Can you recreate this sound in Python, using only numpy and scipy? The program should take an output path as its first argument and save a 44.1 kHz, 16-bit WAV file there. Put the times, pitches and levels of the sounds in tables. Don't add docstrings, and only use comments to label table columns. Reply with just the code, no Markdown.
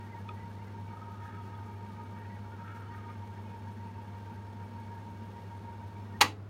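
import sys
import numpy as np
from scipy import signal
from scipy.fft import rfft, irfft, next_fast_len
from scipy.io import wavfile
from scipy.ndimage import map_coordinates

SR = 44100
rng = np.random.default_rng(int(sys.argv[2]) if len(sys.argv) > 2 else 0)


def int16_out(signal):
    q = np.round(np.clip(np.atleast_2d(signal).T, -1, 1) * 32767)
    wavfile.write(sys.argv[1], SR, q.astype(np.int16))


N = 286209
TIME = np.arange(N) / SR
REEL_HZ, STOP_S = 6.514, 6.212


def amp(db):
    return 10 ** (np.asarray(db) / 20)


def unit(x):
    return x / np.sqrt(np.mean(x ** 2) + 1e-20)


def along(points, hz):
    f, v = np.transpose(points)
    return np.interp(np.log(hz + 1), np.log(f + 1), v)


def wobble(rate_hz, size=N):
    return map_coordinates(rng.standard_normal(int(N * rate_hz / SR) + 4), [TIME[:size] * rate_hz])


def filtered(x, response):
    size = next_fast_len(len(x) + SR // 2)
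    return irfft(rfft(x, size) * response(np.fft.rfftfreq(size, 1 / SR)), size)[:len(x)]


def noise(spectrum):
    return unit(filtered(rng.standard_normal(N), lambda hz: amp(along(spectrum, hz))))


def narrow_band(phase, width_hz):
    return unit(sum(wobble(2 * width_hz, len(phase)) * wave(phase) for wave in (np.sin, np.cos)))


def shaken(modes, repeat_share=0, force=1):
    def response(f):
        return np.sqrt(sum(amp(2 * db) / (1 + ((f - hz) / width) ** 2) ** 2 for hz, width, db in modes))
    each_turn = np.resize(rng.standard_normal(round(SR / REEL_HZ)), N)
    drive = np.sqrt(1 - repeat_share) * rng.standard_normal(N) + np.sqrt(repeat_share) * each_turn
    return unit(filtered(force * drive, response))


def ring(modes, attack_s, scatter_db):
    t = TIME[:SR // 2]
    waves = np.zeros(len(t))
    for k, (hz, db, t60_s) in enumerate(modes):
        decay = amp(db + scatter_db * rng.normal() - 60 * t / t60_s)
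        waves += (-1) ** k * decay * np.sin(2 * np.pi * hz * t)
    return waves * (1 - np.exp(-t / attack_s))


def burst(spectrum, db, t60_s, rise_s):
    t = TIME[:SR // 4]
    envelope = amp(db - 60 * t / t60_s) * (1 - np.exp(-t / rise_s))
    return envelope * noise(spectrum)[:len(t)]


def add(track, start_s, sound):
    part = track[round(start_s * SR):][:len(sound)]
    part += sound[:len(part)]


def once_a_turn(moment, sharpness):
    return np.exp(sharpness * (np.cos(2 * np.pi * (REEL_HZ * TIME - moment)) - 1))


# frequency in Hz, rms level in dB.
HUM_TONES = [(100.71, -45.5), (201.43, -66), (239.94, -69), (302.1, -70.5), (327.27, -72), (702.4, -72.5)]
# frequency in Hz, relative density in dB.
RUMBLE_SPECTRUM = [(20, -54), (35, -36), (55, -12), (72, -5.5), (92, 5.5), (125, -7), (148, -9),
                   (200, -0.5), (290, -13), (400, -9.5), (600, -17), (1300, -20), (2500, -32.5),
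                   (4000, -37), (8000, -48.5), (15000, -51.5)]


def hum(rumble_db=-51, drift_rad=.065):
    tones = sum(amp(db) * np.sqrt(2) * np.sin(2 * np.pi * hz * TIME + drift_rad * wobble(3.9))
                for hz, db in HUM_TONES)
    return tones + amp(rumble_db) * noise(RUMBLE_SPECTRUM)


def whine(tooth_hz=930.4, rms_db=-54.8, bend_hz=6, jitter_rad=.3, sway_db=4, flutter_db=.5):
    turn = 2 * np.pi * (REEL_HZ * TIME - .04)
    mesh = 2 * np.pi * tooth_hz * TIME + bend_hz / REEL_HZ * np.sin(turn) + jitter_rad * wobble(14)
    accent_db = 2.2 * once_a_turn(moment=.04, sharpness=6)
    rebound_db = 2 * once_a_turn(moment=.35, sharpness=12)
    pressure_db = sway_db * np.cos(turn) + accent_db + rebound_db
    return amp(rms_db) * unit(amp(pressure_db + flutter_db * wobble(45)) * np.sin(mesh))


# frequency in Hz, relative density in dB.
RUSH_SPECTRUM = [(60, -33), (220, -0.5), (280, -17), (470, -12), (600, -19), (1000, -21), (1300, -31),
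                 (2050, -33.5), (3400, -28.7), (4900, -37.5), (6600, -37.5), (7700, -43.5), (9500, -41.5),
                 (10500, -47.5), (15500, -46.5)]
# frequency in Hz, half-width in Hz, relative level in dB.
DECK_MODES = [(171, 12, -1), (198.4, 9.1, 2.5), (225, 15, 4), (381, 17, -6.5), (850, 14, -2.5),
              (912, 28, 1.8), (1170, 20, -15), (1250, 30, -20), (1405, 18, -15), (1530, 22, -20),
              (1630, 24, -12.5), (1850, 45, -15.5), (2190, 45, -19), (2300, 55, -21), (2530, 39, -24),
              (2783, 25, -20.5), (3040, 12, -22.5), (4430, 40, -25.5), (5360, 66, -29), (6200, 70, -34.5)]


def whirr(rush_db=-57.5, deck_db=-52, throb_db=3, grain_db=1.5, chatter_db=1):
    rush = amp(rush_db + grain_db * wobble(170) + .5 * wobble(5)) * noise(RUSH_SPECTRUM)
    throb = once_a_turn(moment=.055, sharpness=6.8) - .5
    shaking = amp(deck_db + throb_db * throb + chatter_db * wobble(60))
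    return rush + shaking * shaken(DECK_MODES, repeat_share=.2)


# frequency in Hz, width in Hz, level at the crest in dB, moment in turns.
HUB_CHIRPS = [(8900, 240, -82.5, .325), (12750, 700, -82.5, .28), (11400, 300, -89, .3),
              (12800, 700, -88, .62)]


def chirps(scatter_db=2):
    out = np.zeros(N)
    for hz, width_hz, db, moment in HUB_CHIRPS:
        swell = amp(db + scatter_db * wobble(6)) * once_a_turn(moment, sharpness=4)
        out += swell * shaken([(hz, width_hz / 2, 0)])
    return out


# start in seconds, length in seconds, first and last pitch in Hz,
# half-width in Hz, level in dB, rasp in dB relative to the tone.
TAPE_SQUEALS = [(0.0, 0.092, 1870, 1880, 22, -60.5, -5), (0.079, 0.085, 2090, 1990, 45, -62, -3),
                (.155, .04, 1900, 1850, 35, -62.5, -6), (0.187, .055, 1660, 1650, 30, -64, -6),
                (.345, 0.12, 1890, 2020, 55, -62.8, -3.5), (.56, 0.09, 1990, 2150, 90, -67, -2),
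                (.66, .08, 2050, 1990, 55, -67, -3), (.86, .05, 2270, 2280, 30, -67, -8),
                (.88, 0.89, 1252, 1255, 42, -57.7, -8.5), (1.21, .17, 1800, 1520, 160, -64.5, -3),
                (1.22, .05, 3380, 3380, 30, -72, -6), (1.39, .05, 3330, 3350, 30, -72, -6),
                (1.53, .06, 3360, 3340, 30, -72, -6), (1.78, .42, 1235, 1215, 40, -62.3, -8),
                (2.16, .13, 1843, 1906, 60, -65.5, 1), (2.281, 0.13, 1970, 1890, 50, -65.5, -2),
                (2.508, 0.068, 1436, 1410, 40, -60.5, -4), (2.57, 0.33, 1295, 1320, 115, -57.3, -3.5),
                (2.655, .09, 1340, 1370, 80, -56, -8), (2.86, .06, 3040, 3075, 25, -67, -12),
                (2.885, .1, 1850, 1895, 40, -61.5, -7), (2.896, .28, 1230, 1225, 28, -58, -5),
                (3.08, .09, 2400, 2230, 200, -69, -2), (3.35, .05, 1720, 1750, 150, -62, -2),
                (3.45, .13, 2500, 2520, 90, -72, 5), (3.655, .06, 1640, 1660, 50, -63, -5),
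                (3.755, .05, 1750, 1900, 150, -66, 1), (3.8, .25, 2520, 2600, 260, -74, 4),
                (4.035, .05, 1640, 1640, 40, -63.5, -8), (4.585, .06, 1400, 1405, 20, -61.5, -10),
                (4.87, .14, 1635, 1630, 35, -65, -7), (5.115, .07, 1600, 1660, 30, -63.5, -9)]
# frequency in Hz, half-width in Hz, relative level in dB.
GUIDE_MODES = [(1405, 27, 0), (1548, 38, -1.5), (1638, 27, 0), (1852, 40, -1), (2166, 45, -7.5),
               (2285, 28, -5.5), (2542, 50, -13), (2850, 120, -17), (3380, 120, -18)]


def squeals(slips_per_s=150, slip_db=4, pure_share=.25, pitch_arch=.014, waver=.009,
            attack_s=.017, release_s=.023, swell_db=1.5, fade_db=1.5, flutter_db=1):
    out = np.zeros(N)
    slips = wobble(slips_per_s)
    rasp = shaken(GUIDE_MODES, force=amp(slip_db * slips))
    grip = unit(amp(slip_db / 5 * slips))
    for start_s, length_s, first_hz, last_hz, width_hz, db, rasp_db in TAPE_SQUEALS:
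        t = TIME[:round(length_s * SR)]
        during = round(start_s * SR) + np.arange(len(t))
        arch = np.sin(np.pi * t / length_s) - 2 / np.pi
        glide_hz = np.linspace(first_hz, last_hz, len(t))
        pitch_hz = glide_hz * (1 + pitch_arch * arch + waver * wobble(40, len(t)))
        phase = 2 * np.pi * np.cumsum(pitch_hz) / SR
        pure = np.sqrt(2 * pure_share) * np.sin(phase)
        rough = np.sqrt(1 - pure_share) * narrow_band(phase, width_hz)
        rub = grip[during] * (pure + rough) + amp(rasp_db) * rasp[during]
        gate = np.clip(np.minimum(t / attack_s, (length_s - t) / release_s), 0, 1)
        level_db = db + swell_db * arch - fade_db * (t / length_s - .5)
        add(out, start_s, gate * amp(level_db) * rub)
    return out * amp(flutter_db * wobble(40))


def squeaks(per_s=55, half_length_s=.012, level_db=-62.5, scatter_db=1.2, detune=.025, glide_per_s=.5):
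    out = np.zeros(N)
    t = TIME[:SR // 5] - .1
    starts_s = np.cumsum(rng.exponential(1 / per_s, size=360))
    picks = rng.integers(len(GUIDE_MODES), size=len(starts_s))
    variations = rng.standard_normal((len(starts_s), 3))
    for start_s, pick, (pitch, glide, strength) in zip(starts_s, picks, variations):
        hz, _, db = GUIDE_MODES[pick]
        phase = 2 * np.pi * hz * (1 + detune * pitch) * (t + glide_per_s * glide * t ** 2 / 2)
        swell = amp(level_db + db + scatter_db * strength) * np.exp(-(t / half_length_s) ** 2)
        add(out, start_s, swell * np.sin(phase))
    return out


# centre in seconds, level in dB before gain_db.
SWISH_CRESTS = [(.07, -73), (.19, -71), (1.25, -67), (1.46, -70), (1.67, -70), (1.94, -71), (2.765, -66),
                (2.97, -71)]


def swishes(half_length_s=.025, gain_db=-3):
    swell = sum(amp(gain_db + db) * np.exp(-((TIME - centre_s) / half_length_s) ** 2)
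                for centre_s, db in SWISH_CRESTS)
    return swell * noise([(1500, -28), (4500, 6), (9000, -3), (15000, -3)])


# start in seconds, level in dB.
TICK_CONTACTS = [(0.2845, -53), (0.2901, -37)]
# frequency in Hz, relative density in dB.
SNAP_SPECTRUM = [(500, -30), (1200, -2), (2500, 0), (3500, -5), (3900, -24), (12000, -35)]
# frequency in Hz, relative level in dB, t60 in seconds.
TICK_RING = [(1238, 0, .05), (1330, -4, .05), (2370, -7, 0.02), (2510, -6, 0.028), (3460, -9.5, 0.028)]


def tick(snap_db=-7, snap_t60_s=.012):
    out, t = np.zeros(N), TIME[:SR // 2]
    for start_s, db in TICK_CONTACTS:
        snap = amp(db + snap_db - 60 * t / snap_t60_s) * noise(SNAP_SPECTRUM)[:len(t)]
        add(out, start_s, snap + amp(db) * ring(TICK_RING, attack_s=.0001, scatter_db=1))
    return out


def strain(centre_s=6.155, half_length_s=.018, tooth_hz=925, level_db=-49, octave_db=-7, jitter_rad=.41):
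    mesh = 2 * np.pi * tooth_hz * TIME + jitter_rad * wobble(60)
    swell = amp(level_db) * np.exp(-((TIME - centre_s) / half_length_s) ** 2)
    return swell * unit(np.sin(mesh) + amp(octave_db) * np.sin(2 * mesh))


# lead before the bite in seconds, relative level in dB.
BRAKE_GRAZES = [(.0047, -11), (.0021, -3), (.0008, 2)]
# frequency in Hz, relative density in dB.
CRACK_SPECTRUM = [(40, -58.5), (120, -27), (300, -23), (660, -19), (820, -1), (1200, -8.5), (1500, -15.5),
                  (1950, -8.5), (2600, -9.5), (3400, -14.5), (4100, -8), (4900, -17.5), (6500, -17.5),
                  (8000, -23.5), (15500, -29.5)]


def brake_cracks(level_db=-16.4, bite_db=5.5, first_gap_s=.0022, slowing=1.5, loss_db_per_s=800.5):
    out = np.zeros(N)
    grazes = [(STOP_S - lead_s, db) for lead_s, db in BRAKE_GRAZES]
    delays_s = first_gap_s * np.cumsum(np.r_[0, slowing ** np.arange(4)])
    bite_and_rattle = [(STOP_S + s, bite_db - loss_db_per_s * s) for s in delays_s]
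    for start_s, db in grazes + bite_and_rattle:
        add(out, start_s, burst(CRACK_SPECTRUM, level_db + db, t60_s=.026, rise_s=.00022))
    return out


# frequency in Hz, relative level in dB, t60 in seconds.
LEVER_MODES = [(850, 0, .028), (1950, -7, .028), (2845, -2, .035), (4040, -8, .028)]
CHASSIS_MODES = [(510, -17, .14), (785, 4.5, .045), (847, 3, .045), (898, 5, .06), (982, -5, .1),
                 (1067, -5, .11), (1160, 0, .1), (1238, -7, .13), (1515, -10, .11), (1640, -6, .1),
                 (1850, -6.5, .11), (1925, -4, .075), (1960, -5, .08), (2143, -11, .1), (2390, -14, .12),
                 (2555, -8, .1), (2800, -6, .06), (2855, -1.5, .07), (3133, -15, .12), (3350, -14, .1),
                 (3470, -14, .09), (3833, -12, .07), (4052, -9, .065), (4160, -12, .06), (4463, -18, .08),
                 (5300, -12, .08), (6440, -14, .08), (6730, -14, .07), (6950, -14, .07)]
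CASE_MODES = [(97, 5, .2), (150, 5, .15), (224, -1, .22), (272, -1, .24), (310, -2, .18), (400, -2, .18)]
# frequency in Hz, relative density in dB.
THUD_SPECTRUM = [(40, -41), (110, 5), (270, 4), (500, -2), (640, -3), (880, -1), (1200, 1), (1500, -5),
                 (2800, -3), (5000, -23), (9000, -34), (15000, -44)]


def clunk():
    out = brake_cracks()
    buzz = burst(CRACK_SPECTRUM, db=-30, t60_s=.08, rise_s=.002)
    add(out, STOP_S, buzz)
    add(out, STOP_S, amp(-17) * ring(LEVER_MODES, attack_s=.0003, scatter_db=.5))
    add(out, STOP_S, amp(-20) * ring(CHASSIS_MODES, attack_s=.0015, scatter_db=1))
    out = signal.sosfilt(signal.butter(2, 250, "high", fs=SR, output="sos"), out)
    add(out, STOP_S, burst(THUD_SPECTRUM, db=-23.4, t60_s=.19, rise_s=.0099))
    add(out, STOP_S, amp(-38) * ring(CASE_MODES, attack_s=.008, scatter_db=1.5))
    return out


# frequency in Hz, t60 in seconds.
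ROOM_DECAY = [(200, 0.57), (1000, 0.19), (4000, 0.19), (8000, 0.19), (14000, .15)]


def room(x, delay_s=.006):
    hz, t, spectra = signal.stft(rng.standard_normal(SR // 2), SR, nperseg=256)
    decay = amp(-60 * t / along(ROOM_DECAY, hz)[:, None])
    _, tail = signal.istft(spectra * decay, SR, nperseg=256)
    response = np.pad(tail / np.linalg.norm(tail), (round(delay_s * SR), 0))
    return signal.fftconvolve(x, response)[:N]


def scene(room_db=-13, run_down_s=.06):
    running = np.exp(-np.maximum(TIME - STOP_S, 0) / run_down_s)
    knocks = clunk() + tick()
    reels = running * (whine() + strain() + whirr() + chirps() + swishes() + squeals() + squeaks())
    return (hum() + reels + knocks + amp(room_db) * room(knocks))[None]


def record(dry, ceiling=.55, top_hz=15780):
    rounded = dry / (1 + (dry / ceiling) ** 4) ** .25
    return np.array([filtered(channel, lambda hz: hz < top_hz) for channel in rounded])


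dry = scene()
out = record(dry)
int16_out(out)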